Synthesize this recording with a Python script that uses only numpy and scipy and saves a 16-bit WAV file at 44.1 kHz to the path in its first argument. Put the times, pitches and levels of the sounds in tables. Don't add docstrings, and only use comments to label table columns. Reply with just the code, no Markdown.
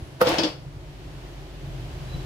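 import sys
import numpy as np
from scipy import signal
from scipy.fft import rfft, irfft
from scipy.io import wavfile

SR = 44100
rng = np.random.default_rng(int(sys.argv[2]) if len(sys.argv) > 2 else 0)


def materialize(psi):
    bounded = np.clip(np.atleast_2d(psi).T, -1, 1)
    quanta = np.round(bounded * 32767).astype(np.int16)
    wavfile.write(sys.argv[1], SR, quanta)


N = 99225
T = np.arange(N) / SR
BIN_HZ = np.arange(N // 2 + 1) * SR / N

# (time [s], guard [dB], blades [dB], wires [dB], tick [dB])
HITS = [(0.2143, -4, -26, -32, -36), (0.2203, -9, -45, -38, -42), (0.2575, -12, -45, -48, -55),
        (0.2695, -13, -36, -22, -44), (0.2885, -22, -28, -32, -29), (0.317, -25, -36, -38, -52),
        (0.3832, -30, -38, -17, -42), (0.3875, -23, -20, -32, -50), (0.4335, -32, -42, -20, -45),
        (0.446, -26, -33, -36, -55), (0.472, -34, -40, -38, -58)]
# (time [s], level [dB])
BUMP_HITS = [(0.022, -25.5), (0.327, -32)]

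# (frequency [Hz], level [dB], 60 dB decay [s])
GUARD_RESONANCES = [(195, -29, .08), (455, -17, .06), (502, 0, .075), (560, -22, .06), (665, -22, .16),
                    (820, -26, .16), (892, -21, .12), (950, -27, .2), (1113, -23, .1), (1240, -23, .12),
                    (1355, -24, .12)]
BLADE_RESONANCES = [(265, -18, 0.14), (328, -2, .15), (353, -5, 0.19), (591, -10, 0.19), (640, -12, .15)]
WIRE_RESONANCES = [(2164, -14, .35), (2568, -4, .5), (2794, -13, .32), (3047, -8, .3), (3170, -8, .33),
                   (3389, 1, .26), (3425, -3, .22), (4328, -12, .35), (4468, -3, .25), (4673, -8, .29),
                   (4892, 1, .28), (5120, -8, .32), (5319, -7, .3), (5448, -8, .31)]
BUMP_RESONANCES = [(66, 1.5, 0.1), (123, -2, 0.087)]

# (frequency [Hz], relative level [dB])
SLAP_EQ = [(100, -20), (250, -3.5), (600, 1.5), (950, -6.5), (1300, 1.5), (2000, -13.5), (5000, -22),
           (8000, -35), (10000, -24.5), (12000, -22.5), (16000, -27)]
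RATTLE_EQ = [(300, 6.5), (1000, -5.5), (2000, -10), (3400, 0), (4000, -5.5), (5100, -1), (6200, -13.5),
             (7500, -22), (16000, -57)]
TICK_EQ = [(500, -10), (3000, -11), (7000, 11), (9000, 6), (12000, 8), (16000, -1)]
SCRAPE_EQ = [(120, -12), (230, -10), (320, -12), (420, -10), (560, 1), (850, -2), (1300, -7.5), (1800, -9),
             (3200, -10), (5500, -20), (8000, -28), (12000, -33.5), (16000, -41)]
ROOM_EQ = [(150, -5), (320, -5.5), (500, 1.5), (1000, -5), (3000, -3.5), (16000, 0)]
AIR_EQ = [(120, -26), (200, -4.5), (215, -12), (298, -1), (365, 0.5), (446, -10), (607, -6.5), (1280, -16),
          (1540, -16), (3750, -23.5), (4030, -24), (4410, -23.5), (15500, -40.5)]
HISS_EQ = [(600, -44), (1500, -2.5), (3000, 6.5), (5000, -2), (7000, -9), (9000, -17.5), (11500, -10),
           (13500, -19), (16000, -30)]
RUMBLE_EQ = [(20, -16), (35, -8), (62, -1.5), (85, 0.5), (108, -5), (133, 6), (158, 0.5), (185, -18),
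             (230, -19.5), (500, -55)]
# (frequency [Hz], left-right correlation [0-1])
STEREO_LIKENESS = [(50, 0.96), (300, .88), (600, 0.79), (1200, 0), (3000, 0), (15000, 0)]

# (time [s], level [dB])
SCRAPE_FADER = [(0.198, -82), (0.206, -35), (0.225, -35.5), (0.252, -29.5), (0.28, -24), (0.345, -25),
                (0.375, -30), (0.41, -30), (0.48, -33.5), (0.52, -42), (0.6, -65)]
GROAN_FADER = [(0.25, -60), (0.287, -25), (0.328, -25), (0.355, -46), (0.381, -48), (0.39, -19),
               (0.425, -35), (0.452, -26), (0.485, -30), (0.508, -52), (0.55, -90)]
# (time [s], level [dB])
WHISTLE_FADER = [(1.98, -100), (2.05, -69), (2.1, -56), (2.118, -60), (2.135, -49), (2.152, -48),
                 (2.168, -65), (2.2, -56), (2.22, -64), (2.25, -59)]
HUM_FADER = [(0.2, -62), (0.52, -52), (0.75, -45), (1.4, -43.5), (2.1, -40)]
AIR_FADER = [(0, -46), (0.18, -47.5), (0.66, -48.5), (0.95, -47.5), (1.25, -45), (1.52, -46.5),
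             (1.85, -43.5), (2.25, -41.5)]
HISS_FADER = [(0, -57.5), (0.18, -57.5), (0.66, -65.5), (0.95, -57.5), (1.25, -55.5), (1.52, -55.5),
              (1.85, -53), (2.25, -51.5)]
RUMBLE_FADER = [(0, -41), (0.06, -43), (0.17, -45.5), (0.33, -40), (0.42, -45), (0.62, -39.5), (1.5, -43),
                (1.62, -44), (1.67, -33.5), (2.08, -37.5), (2.16, -30), (2.25, -38)]

GUARD_LAG_S, BLADE_LAG_S, BACKGROUND_LAG_S = .00016, -.00024, .0002
WIRE_RIPPLE_DB, WIRE_RIPPLE_S = 1, .013
RADIATION_HZ = 170


def slap():
    peak_s, rise_s, t60_s = .2155, .028, .07
    fall = np.maximum(peak_s - T, 0) / rise_s + np.maximum(T - peak_s, 0) / t60_s
    brush = from_db(-13.5 - 60 * np.minimum(fall, 10)) * coloured(SLAP_EQ)
    palm_hz, palm_t60_s = 1240, .0099
    clap = struck([(palm_hz, 0, palm_t60_s)], times=np.array([.2148]), db=-7.5, spread_db=1)
    return off_centre(brush + clap, GUARD_LAG_S)


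def knocks():
    times, guard_db, blade_db, wire_db, tick_db = np.transpose(HITS)
    guard = off_centre(struck(GUARD_RESONANCES, times, guard_db, spread_db=2.5), GUARD_LAG_S)
    blades = off_centre(struck(BLADE_RESONANCES, times, blade_db, spread_db=6), BLADE_LAG_S)
    ringing = np.zeros((2, N))
    for side in range(2):
        loose_times = times + rng.uniform(0, .002, len(times))
        ringing[side] = struck(WIRE_RESONANCES, loose_times, wire_db - 15.5, spread_db=2)
    rattle_shape = sum(from_db(db) * burst(s, attack_s=.0011, t60_s=.12) for s, db in zip(times, wire_db))
    tick_shape = sum(from_db(db) * burst(s, attack_s=.00076, t60_s=.039) for s, db in zip(times, tick_db))
    rattle = rattle_shape * coloured(RATTLE_EQ, ripple_db=WIRE_RIPPLE_DB)
    ticks = tick_shape * coloured(TICK_EQ)
    return guard + blades + pan(left_db=4) * (ringing + rattle) + ticks


def scrape():
    clicks_per_s, spread_db = 3500, 3
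    sizes = from_db(spread_db * np.minimum(rng.exponential(1, (2, N)), 4))
    signs = rng.choice([-1, 1], (2, N))
    clicks = sizes * signs * (rng.random((2, N)) < clicks_per_s / SR)
    return pan(left_db=1.5) * fader(SCRAPE_FADER) * coloured(SCRAPE_EQ, clicks, WIRE_RIPPLE_DB)


def groan():
    tones = stick_slip(hz=328) + from_db(-10.5) * stick_slip(hz=590)
    return off_centre(fader(GROAN_FADER) * tones, BLADE_LAG_S)


def stick_slip(hz, wander_hz=15, rough_db=2):
    phase = 2 * np.pi * np.cumsum(hz + wander_hz * drift(50)) / SR
    return from_db(rough_db * drift(60)) * np.sqrt(2) * np.sin(phase)


def bumps():
    times, db = np.transpose(BUMP_HITS)
    return struck(BUMP_RESONANCES, times, db, spread_db=1)


def room(x, wet_db=-10.5, top_hz=11000):
    tail = coloured(ROOM_EQ) * burst(.0043, attack_s=.004, t60_s=.39)
    tail = signal.sosfilt(signal.butter(1, top_hz, fs=SR, output="sos"), rms_one(tail) / np.sqrt(N))
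    return from_db(wet_db) * signal.fftconvolve(x, tail, axes=1)[:, :N]


def faint_tones():
    whine = from_db(-69 - 50 * T) * thin_tone(hz=10207)
    whistle = fader(WHISTLE_FADER) * thin_tone(hz=3971)
    return whine + whistle


def thin_tone(hz, waver_db=1.2, wobble_rad=.3):
    waver = from_db(waver_db * drift(25))
    return waver * np.sqrt(2) * np.sin(2 * np.pi * hz * T + wobble_rad * drift(25))


def background(hum_hz=46.6, waver_db=1.4):
    waver = from_db(-waver_db * drift(3.5))
    hum = fader(HUM_FADER) * waver * np.sqrt(2) * np.sin(2 * np.pi * hum_hz * T)
    air = fader(AIR_FADER) * coloured(AIR_EQ)
    hiss = fader(HISS_FADER) * coloured(HISS_EQ)
    rumble = fader(RUMBLE_FADER) * coloured(RUMBLE_EQ)
    return off_centre(hum + air + hiss + rumble, BACKGROUND_LAG_S)


def struck(modes, times, db, spread_db):
    out = np.zeros(N)
    for k, (hz, mode_db, t60_s) in enumerate(modes):
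        blows = np.full(N, 1e-18)
        blows[(times * SR).astype(int)] = from_db(db + mode_db + rng.normal(0, spread_db, len(times)))
        decay, angle = from_db(-60 / (t60_s * SR)), 2 * np.pi * hz / SR
        ring = signal.lfilter([0, np.sin(angle)], [1, -2 * decay * np.cos(angle), decay ** 2], blows)
        out += (-1) ** k * ring
    return out


def coloured(eq, source=None, ripple_db=0):
    mid, side = rfft(rng.standard_normal((2, N)) if source is None else source)
    alike = curve(STEREO_LIKENESS)
    stereo = np.sqrt(1 + alike) * mid + np.sqrt(1 - alike) * side * np.array([[1], [-1]])
    ripple = rms_one(rfft(rng.standard_normal(N) * (T < WIRE_RIPPLE_S) * T).real)
    return rms_one(irfft(stereo * from_db(curve(eq) + ripple_db * ripple), N))


def burst(start_s, attack_s, t60_s):
    age = T - start_s
    return np.clip(age / attack_s, 0, 1) * from_db(-60 * np.maximum(age - attack_s, 0) / t60_s)


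def drift(rate_hz):
    return rms_one(irfft(rfft(rng.standard_normal(N)) / (1 + (BIN_HZ / rate_hz) ** 2), N))


def off_centre(x, lag_s):
    left, right = np.broadcast_to(x, (2, N))
    return np.array([irfft(rfft(left) * np.exp(-2j * np.pi * BIN_HZ * lag_s), N), right])


def pan(left_db):
    return from_db(np.array([[left_db], [-left_db]]) / 2)


def fader(points):
    return from_db(np.interp(T, *np.transpose(points)))


def curve(points):
    hz, value = np.transpose(points)
    return np.interp(np.log(BIN_HZ + 1e-3), np.log(hz), value)


def from_db(db):
    return 10 ** (np.asarray(db) / 20)


def rms_one(x):
    return x / np.sqrt(np.mean(x ** 2) + 1e-20)


def scene():
    contacts = slap() + knocks() + scrape() + groan()
    fan = signal.sosfilt(signal.butter(3, RADIATION_HZ, "high", fs=SR, output="sos"), contacts)
    return fan + room(fan) + background() + faint_tones() + bumps()


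def record(dry):
    stop_hz = 16150
    return signal.sosfilt(signal.cheby2(20, 70, stop_hz, fs=SR, output="sos"), np.clip(dry, -1, 1))


dry = scene()
out = record(dry)
materialize(out)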